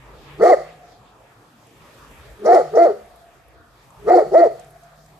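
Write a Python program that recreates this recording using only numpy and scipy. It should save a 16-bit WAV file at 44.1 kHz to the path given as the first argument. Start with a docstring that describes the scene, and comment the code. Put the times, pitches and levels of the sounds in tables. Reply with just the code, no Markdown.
"""A garden at the edge of a wood: a road drones, a bass rumble swells, dry leaves rustle, far engine tones waver.
A large dog a few metres from a phone barks once, then twice, then twice, with low growls around the barks.
Each bark is an arching pitch with a strong second partial, a second throat tone beating against it, and breath.
Near sheds, foliage and far trunks answer each bark as decaying noise echoes.
From 1.7 s on, dry leaves also tick now and then: short bursts of noise."""
import sys
import numpy as np
from scipy import signal
from scipy.fft import rfft, irfft
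from scipy.io import wavfile
from scipy.ndimage import uniform_filter1d, minimum_filter1d

SR = 44100
rng = np.random.default_rng(int(sys.argv[2]) if len(sys.argv) > 2 else 0)


def store_wav(level_fs):
    """Save 16-bit WAV to argv[1]."""
    pcm = np.round(np.clip(np.atleast_2d(level_fs), -1, 1) * 32767)
    wavfile.write(sys.argv[1], SR, pcm.T.astype(np.int16))


N = 229275
T = np.arange(N) / SR


def undb(db):
    """Turn decibels into a plain factor."""
    return 10 ** (np.asarray(db) / 20)


def unit(x):
    """Scale to an average (rms) level of 1."""
    return x / np.sqrt(np.mean(x ** 2))


def tracks(tables, silent):
    """Draw each column as a smooth curve; silent columns go from dB to factors and fade out between tables."""
    rows = np.vstack(tables)
    columns = [np.interp(T, rows[:, 0], c) for c in rows.T[1:]]
    inside = sum((T >= t[0][0]) & (T <= t[-1][0]) for t in tables)
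    fade = uniform_filter1d(1. * inside, size=600)
    return [undb(c) * fade if k in silent else c for k, c in enumerate(columns)]


def resonate(x, modes):
    """Sum of resonances, each applied twice for dark valleys between them."""
    out = 0
    for hz, width_hz, db in modes:
        b, a = signal.iirpeak(hz, hz / width_hz, fs=SR)
        once = signal.lfilter(b, a, x)
        out = out + undb(db) * signal.lfilter(b, a, once)
    return out


def walk(rate):
    """Smooth chance with spread 1, changing about rate times a second."""
    k = int(SR / rate)
    smoothed = uniform_filter1d(rng.standard_normal(N), k)
    return unit(uniform_filter1d(smoothed, k))


def wide_noise(points, alike_hz, flicker_db):
    """Stereo noise whose half-octave bands flicker one by one; the ears grow alike below alike_hz."""
    hz, db = np.transpose(points)
    f = np.maximum(np.fft.rfftfreq(N, 1 / SR), 1)
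    spectrum = undb(np.interp(np.log(f), np.log(hz), db, -120, -120))
    mid, side = rfft(rng.standard_normal((2, N))) * spectrum
    side = side * f / np.hypot(f, alike_hz)
    ears = np.array([mid + side, mid - side])
    out = 0
    for centre in 2 ** np.arange(np.log2(hz[0]), np.log2(hz[-1]) + .5, .5):
        band = np.cos(np.pi * np.clip(np.log2(f / centre), -.5, .5))
        out = out + undb(flicker_db * walk(12)) * irfft(band * ears, N)
    return unit(out)


# loudness of the garden noises: (time [s], road level [dB], rumble level [dB], leaf rustle level [dB])
GARDEN_LEVELS = [(0.0, -48.5, -55, -67.5), (0.3, -45.5, -52, -63.5), (0.77, -49, -62, -66.5),
                 (1.04, -50.5, -60, -70.5), (1.51, -53, -67, -67), (1.75, -50, -59, -64),
                 (2.0, -46.5, -55.5, -59), (2.35, -47.5, -47, -61), (2.7, -48, -59.5, -62.5),
                 (3.19, -53.5, -59, -65), (3.58, -55, -58.5, -71), (3.84, -53.5, -61.5, -65.5),
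                 (4.1, -49.5, -52.5, -60.5), (4.6, -51.5, -60, -62), (4.92, -53, -68, -64.5),
                 (5.2, -54, -63, -65)]
# colour of each noise, only the shape counts: (frequency [Hz], relative density [dB])
ROAD_SPECTRUM = [(65, -42.5), (110, 0.5), (137, -1), (156, -4), (211, -8), (521, -6), (682, -10),
                 (1140, -8.5), (6000, -30), (7800, -34.5), (13200, -120)]
RUMBLE_SPECTRUM = [(12, -50.5), (20, -31.5), (48, 4.5), (64, -1), (86, -2.5), (130, -18), (170, -38.5),
                   (290, -120)]
RUSTLE_SPECTRUM = [(1760, -30.5), (3000, -7), (5480, -7.5), (7430, -4.5), (8600, -7), (11700, -6.5),
                   (14600, -11)]
# far engines, one list per spell: (time [s], tone [Hz], level [dB])
ENGINE_TONES = [
    [(0.0, 129.7, -45), (0.144, 137.6, -64.5), (0.362, 146.5, -43.5), (0.534, 149, -68),
     (0.582, 155.3, -50), (1.0, 169, -70)],
    [(3.3, 114, -73.5), (4.208, 145.2, -56.5), (4.288, 143.4, -52), (4.404, 149.8, -54),
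     (4.484, 136.5, -58), (4.6, 146, -56), (5.199, 156.8, -60.5)],
]


def garden():
    """Noises shaped like a road, a bass rumble and leaves, plus an engine tone with another at a third its pitch."""
    road, rumble, rustle = tracks([GARDEN_LEVELS], silent=(0, 1, 2))
    hz, engine = tracks(ENGINE_TONES, silent=(1,))
    turn = 2 * np.pi * np.cumsum(hz) / SR
    waver = undb(2 * walk(36))
    tone = np.sqrt(2) * engine * waver * (np.sin(turn) + undb(-5.5) * np.sin(turn / 3))
    crackle = undb(0.69 * walk(60))
    return (road * wide_noise(ROAD_SPECTRUM, alike_hz=1460, flicker_db=3.5)
            + rumble * wide_noise(RUMBLE_SPECTRUM, alike_hz=150, flicker_db=3.5)
            + rustle * crackle * wide_noise(RUSTLE_SPECTRUM, alike_hz=6860, flicker_db=-1.0)
            + tone)


# a chest growl that leads barks in and trails them, one list per growl: (time [s], pitch [Hz], level [dB])
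GROWLS = [
    [(0.36, 151.4, -41), (0.376, 158.4, -52), (0.42, 198, -32.5), (0.44, 200, -45)],
    [(2.37, 203.5, -64), (2.404, 202.4, -52.5), (2.458, 218, -34.5), (2.47, 224, -43.5)],
    [(2.6, 177.3, -52), (2.626, 173.6, -46.5), (2.688, 142.2, -48), (2.76, 180.2, -45.5)],
    [(2.88, 196, -46.5), (2.914, 197.7, -51.5), (2.946, 224, -57.5), (3.06, 204.5, -58)],
    [(3.99, 179.4, -63), (4.028, 187, -58), (4.08, 184.1, -38), (4.09, 185.1, -48)],
    [(4.2, 152.3, -60), (4.266, 151.8, -45), (4.282, 158.5, -50), (4.34, 182.7, -47.5)],
]


def growl():
    """A low tone from the chest, slightly shaky in level."""
    hz, size = tracks(GROWLS, silent=(1,))
    shake = undb(1.5 * walk(40))
    return np.sqrt(2) * size * shake * np.sin(2 * np.pi * np.cumsum(hz) / SR)


# effort is the 2nd partial's level with its short breaks bridged, counted in dB from full voice
FULL_DB, BREAK_S = -7, .05
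UPPER_PER_DB, BREATH_PER_DB = 0.96, 0.7  # dB that upper voice and breath change for each dB of effort
SATURATES_DB = -1.5  # breath grows no further above this effort
FIRST_PER_DB = 0.72  # the 1st partial falls more slowly than effort, so it leads the bark in
FIRST_IN_BREAK = 0.31  # dB that the 1st partial gains for each dB of a break
OPEN_HZ, CHOKE_DB_PER_HZ, CHOKED_DB = 348, .45, -22.5  # below this pitch the 1st partial is choked, to a limit
REST_HZ, TONE_PER_HZ = 199.05, .3  # the throat tone climbs with the pitch, counted from this pitch
ROUGH_PER_DB, ROUGH_PER_HZ_S = .025, 6e-5  # a weak 2nd partial and fast glides roughen the voice
HISS_AT_DB, HISS_S = -12, .022  # effort at which the mouth bursts open; decay of that hiss

# five barks, one list each; the 2nd partial dips where the voice breaks:
# (time [s], pitch before wobble [Hz], 2nd partial level [dB], throat tone level [dB])
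BARK_CURVES = [
    [(.37, 150.2, -72.5, -59), (.4, 166.7, -28.5, -30.5), (.415, 207.3, -21, -16), (.432, 230.8, -5.5, -21),
     (.442, 320.4, -10.5, -17), (.472, 360, -11.5, -25), (.487, 358.3, -14, -29), (.505, 378, -10.5, -18),
     (.528, 330.4, -6.5, -17), (.545, 262.4, -14, -49), (.57, 200, -62, -97)],
    [(2.38, 100.8, -73, -58), (2.425, 140.2, -49.5, -35), (2.45, 201.5, -23, -24.5),
     (2.465, 310.3, -14, -21), (2.48, 318, -10, -19.5), (2.5, 350, -10, -15.5), (2.522, 352.7, -6, -14.5),
     (2.536, 384.8, -16, -4), (2.555, 368, -6.5, -34.5), (2.59, 280.3, -14, -37.5),
     (2.612, 238.5, -17, -45.5), (2.65, 191.1, -53.5, -55.5)],
    [(2.71, 171, -77.5, -41.5), (2.74, 194.7, -26, -25), (2.769, 235.8, -12, -10), (2.78, 317, -8.5, -13),
     (2.8, 342.4, -11, -23.5), (2.825, 345, -6.5, -25.5), (2.85, 341.2, -11, -36), (2.87, 276.8, -13, -42),
     (2.885, 219.3, -20, -67.5), (2.905, 206.4, -20, -83), (2.94, 190, -51, -89.5)],
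    [(3.98, 110.2, -77.5, -58), (4.03, 129.9, -61, -45.5), (4.06, 166.4, -40.5, -33),
     (4.082, 230.6, -18.5, -19), (4.11, 344.1, -2.5, -15.5), (4.128, 366.1, -17.5, -23),
     (4.145, 378.7, -5.5, -19.5), (4.165, 340.5, -23, -9.5), (4.18, 364.2, -6.5, -19),
     (4.198, 303, -11, -29), (4.225, 259, -23, -19.5), (4.265, 200, -47, -42)],
    [(4.29, 166.9, -80.5, -44), (4.32, 183.9, -22, -47), (4.338, 206.1, -16.5, -48.5),
     (4.355, 309.7, -3.5, -44), (4.372, 332.7, -4.5, -45), (4.405, 350.6, -16, -16.5),
     (4.432, 334.6, -4, -43), (4.452, 279.8, -12, -37), (4.472, 216.7, -15.5, -50),
     (4.5, 195.2, -52.5, -63)],
]
# colour of each bark at full effort: (roughness [0-1], 1st partial level [dB], upper voice level [dB],
# lower mouth resonance gain [dB], breath level [dB], onset hiss level [dB], throat tone at REST_HZ [Hz])
BARK_COLOURS = [(0.29, -17.5, -22.5, -1, -39.5, -49, 445), (0.38, -20, -25.5, 1.5, -41.5, -38.5, 435),
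                (0.14, -18, -29, 0, -47, -41, 450), (0.37, -17, -29, 1, -44, -52, 435),
                (0.13, -19.5, -31.5, -3.5, -48, -55, 455)]


def controls():
    """Pitch and effort set the level of the voice's parts, its roughness and the throat tone's pitch."""
    hz, second, tone = tracks(BARK_CURVES, silent=(1, 2))
    second_db = 20 * np.log10(second + 1e-6)
    starts = [bark[0][0] for bark in BARK_CURVES]
    which = np.maximum(np.searchsorted(starts, T) - 1, 0)
    hoarse, first_db, upper_db, jaw_db, breath_db, hiss_db, tone_hz = np.array(BARK_COLOURS)[which].T
    tone_hz = tone_hz + TONE_PER_HZ * (hz - REST_HZ)

    # a running maximum, then a running minimum, bridge the breaks
    span = int(BREAK_S * SR)
    highest = -minimum_filter1d(-second_db, size=span)
    bridged_db = minimum_filter1d(highest, size=span)
    effort = bridged_db - FULL_DB

    break_depth = effort + FULL_DB - second_db
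    first_db = first_db + FIRST_PER_DB * np.minimum(effort, 0) + FIRST_IN_BREAK * break_depth
    first_db = first_db + np.clip(CHOKE_DB_PER_HZ * (hz - OPEN_HZ), CHOKED_DB, 0)

    glide = np.abs(np.gradient(hz)) * SR  # Hz per second
    rough = hoarse + ROUGH_PER_DB * np.maximum(FULL_DB - second_db, 0) + ROUGH_PER_HZ_S * glide
    rough = uniform_filter1d(np.clip(rough, 0, .6), size=300)

    opens = np.diff(1. * (effort > HISS_AT_DB), prepend=0) > 0
    hiss = undb(hiss_db) * signal.lfilter([1], [1, -np.exp(-1 / (HISS_S * SR))], opens)
    hiss = uniform_filter1d(hiss, size=200)

    breath_db = breath_db + BREATH_PER_DB * np.minimum(effort - SATURATES_DB, 0)
    levels = undb([first_db, upper_db + UPPER_PER_DB * effort, jaw_db, breath_db])
    return hz, tone_hz, rough, second, tone, hiss, levels


# resonances, each passed twice: (frequency [Hz], width of one pass [Hz], relative gain [dB])
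THROAT_RESONANCES = [(470.6, 268, 3), (651.3, 307, 2.5)]
# the two mouth resonances, the lower one also moved by the bark's colour: same columns
MOUTH_RESONANCES = [(1240, 260, 0), (1900, 340, -6)]
# whistling gaps between the teeth: same columns
TEETH_GAPS = [(4433, 630, 1.5), (5000, 5200, -4.5), (7200, 390, -5), (10160, 2000, -15)]


def dog():
    """Vocal folds sing clean partials; a second tone beats with them and rocks the buzz; air hisses each cycle."""
    hz, tone_hz, rough, second, tone, hiss, (first, upper, jaw, breath) = controls()
    phase = 2 * np.pi * np.cumsum(hz * (1 + .04 * rough * walk(150))) / SR
    beat = 2 * np.pi * np.cumsum(tone_hz * (1 + .06 * rough * walk(120))) / SR

    shimmer = undb(4 * rough * walk(120))
    low = second * shimmer * np.sin(2 * phase) + first * np.sin(phase + 1.7)
    low = low + tone * undb(3.08 * walk(120)) * np.sin(beat)
    # while the pitch is low the third partial falls on the throat resonance
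    on_throat = np.exp(-((3 * hz - 670) / 90) ** 2)
    low = low + second * undb(-5) * on_throat * np.sin(3 * phase + 1.97)

    puff = np.exp(.8 * np.cos(phase))  # air flow of each cycle
    throat_noise = resonate(puff * rng.standard_normal(N), THROAT_RESONANCES)
    rasp = second * rough * undb(-0.5) * unit(resonate(throat_noise, THROAT_RESONANCES))

    def mouth(x):
        return jaw * resonate(x, MOUTH_RESONANCES[:1]) + resonate(x, MOUTH_RESONANCES[1:])

    buzz = sum(undb(3 * walk(40)) * np.cos(k * phase) for k in range(2, 8))  # each partial wavers alone
    # the second tone rocks the closing of the folds: sidebands round the upper partials
    rocking = (.3 + 1.5 * rough) * undb(4 * walk(30)) * np.cos(beat)
    buzz = buzz * (1 + rocking)
    buzz = unit(mouth(buzz)) + .7 * rough * unit(mouth(puff * rng.standard_normal(N)))
    # side pockets of the throat cut the voice above here
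    buzz = signal.sosfilt(signal.butter(6, 2250, fs=SR, output="sos"), buzz)

    # the jet of air sputters in and out of each gap; one noise is shared, two belong to one ear each
    air = sum(undb(3 * walk(40)) * resonate(puff * rng.standard_normal((3, N)), [gap]) for gap in TEETH_GAPS)
    air = unit(air[0] + 2.2 * air[1:])
    burst = unit(resonate(rng.standard_normal((2, N)), [(5700, 1300, 0)]))
    return np.sqrt(2) * low + rasp, upper * buzz, breath * air + hiss * burst


# how far the right port runs ahead of the left: (frequency [Hz], phase lead [radians])
RIGHT_PHASE_LEAD = [(0, 0), (300, .3), (650, .9), (1200, 1.25), (2100, .55), (4000, .9)]
LEFT_LOW_DB = 2


def ports(x):
    """The right port hears the dog first; the left one is fuller in the low mids."""
    lag = np.interp(np.fft.rfftfreq(N, 1 / SR), *np.transpose(RIGHT_PHASE_LEAD))
    late = irfft(rfft(x) * np.exp(-1j * lag), N)
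    fuller = (undb(LEFT_LOW_DB) - 1) * resonate(late, [(379, 150, 0.011)])
    return np.array([late + fuller, x])


def echo(x, start, rise, t60, low_hz, high_hz):
    """Many scatterers: a decaying noise response that differs between the ears."""
    t = np.maximum(T[:2 * SR] - start, 0)
    shape = (1 - np.exp(-t / rise)) * 1000 ** (-t / t60)
    common, apart = rng.standard_normal((2, len(t)))
    response = shape * (common + 0.33 * apart * np.array([[1], [-1]]))
    band = signal.butter(4, [low_hz, high_hz], "band", fs=SR, output="sos")
    response = signal.sosfilt(band, response)
    response = response / np.sqrt(np.mean(np.sum(response ** 2, axis=1)))
    return signal.fftconvolve(np.broadcast_to(x, (2, N)), response, axes=1)[:, :N]


# what answers the dog: (start [s], build-up [s], time to fall 60 dB [s], low edge [Hz], high edge [Hz])
SHED_ECHO = (.01, .01, .32, 300, 6000)
FOLIAGE_ECHO = (.03, .04, .45, 900, 12000)
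TRUNK_ECHO = (.1, .06, 2.2, 680, 1000)
SHEDS_DB, TRUNKS_DB = -22, -51
FOLIAGE_VOICE_DB, FOLIAGE_AIR_DB = -22.5, -14.5


def echoes(bark, low, upper, air):
    """Sheds return the whole bark, foliage the upper voice and breath, trunks the voice in a narrow band."""
    leaves = undb(FOLIAGE_VOICE_DB) * upper + undb(FOLIAGE_AIR_DB) * air
    return (undb(SHEDS_DB) * echo(bark, *SHED_ECHO)
            + undb(TRUNKS_DB) * echo(low + upper, *TRUNK_ECHO)
            + echo(leaves, *FOLIAGE_ECHO))


# snapping leaves: (time [s], peak level [dB], centre of the noise [Hz])
LEAF_TICKS = [(1.669, -45, 9570), (3.0588, -51, 10180), (3.159, -48, 10810), (3.483, -49.5, 11280),
              (3.904, -47.5, 7270), (4.596, -36, 7730), (4.6458, -43.5, 7850), (4.7058, -45, 10260),
              (4.8342, -46, 7810), (5.061, -46, 7560)]


def ticks():
    """Dry leaves snap: short bursts of noise round a high pitch."""
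    size = 600  # samples
    out, t = np.zeros((2, N + size)), T[:size]
    for s, db, hz in LEAF_TICKS:
        start = int(s * SR)
        snap = rng.standard_normal((2, size)) * np.exp(-t / 0.0039)
        burst = resonate(snap, [(hz, 3500, 0)])
        out[:, start:start + size] += undb(db) * burst / np.abs(burst).max()
    return out[:, :N]


def scene():
    """Add the garden, the dog with its echoes, and the leaf ticks."""
    low, upper, air = dog()
    bark = ports(low + upper + growl()) + air
    return garden() + bark + echoes(bark, low, upper, air) + ticks()


TOP_HZ = 14600


def record(dry):
    """The phone's limiter holds the loudest peaks; its filter cuts the top."""
    peak = np.abs(dry).max(axis=0) + 1e-9
    gain = minimum_filter1d(np.minimum(1, .88 / peak), size=260)
    held = dry * uniform_filter1d(gain, size=260)
    return signal.sosfilt(signal.ellip(10, .2, 70, TOP_HZ, fs=SR, output="sos"), held)


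dry = scene()
out = record(dry)
store_wav(out)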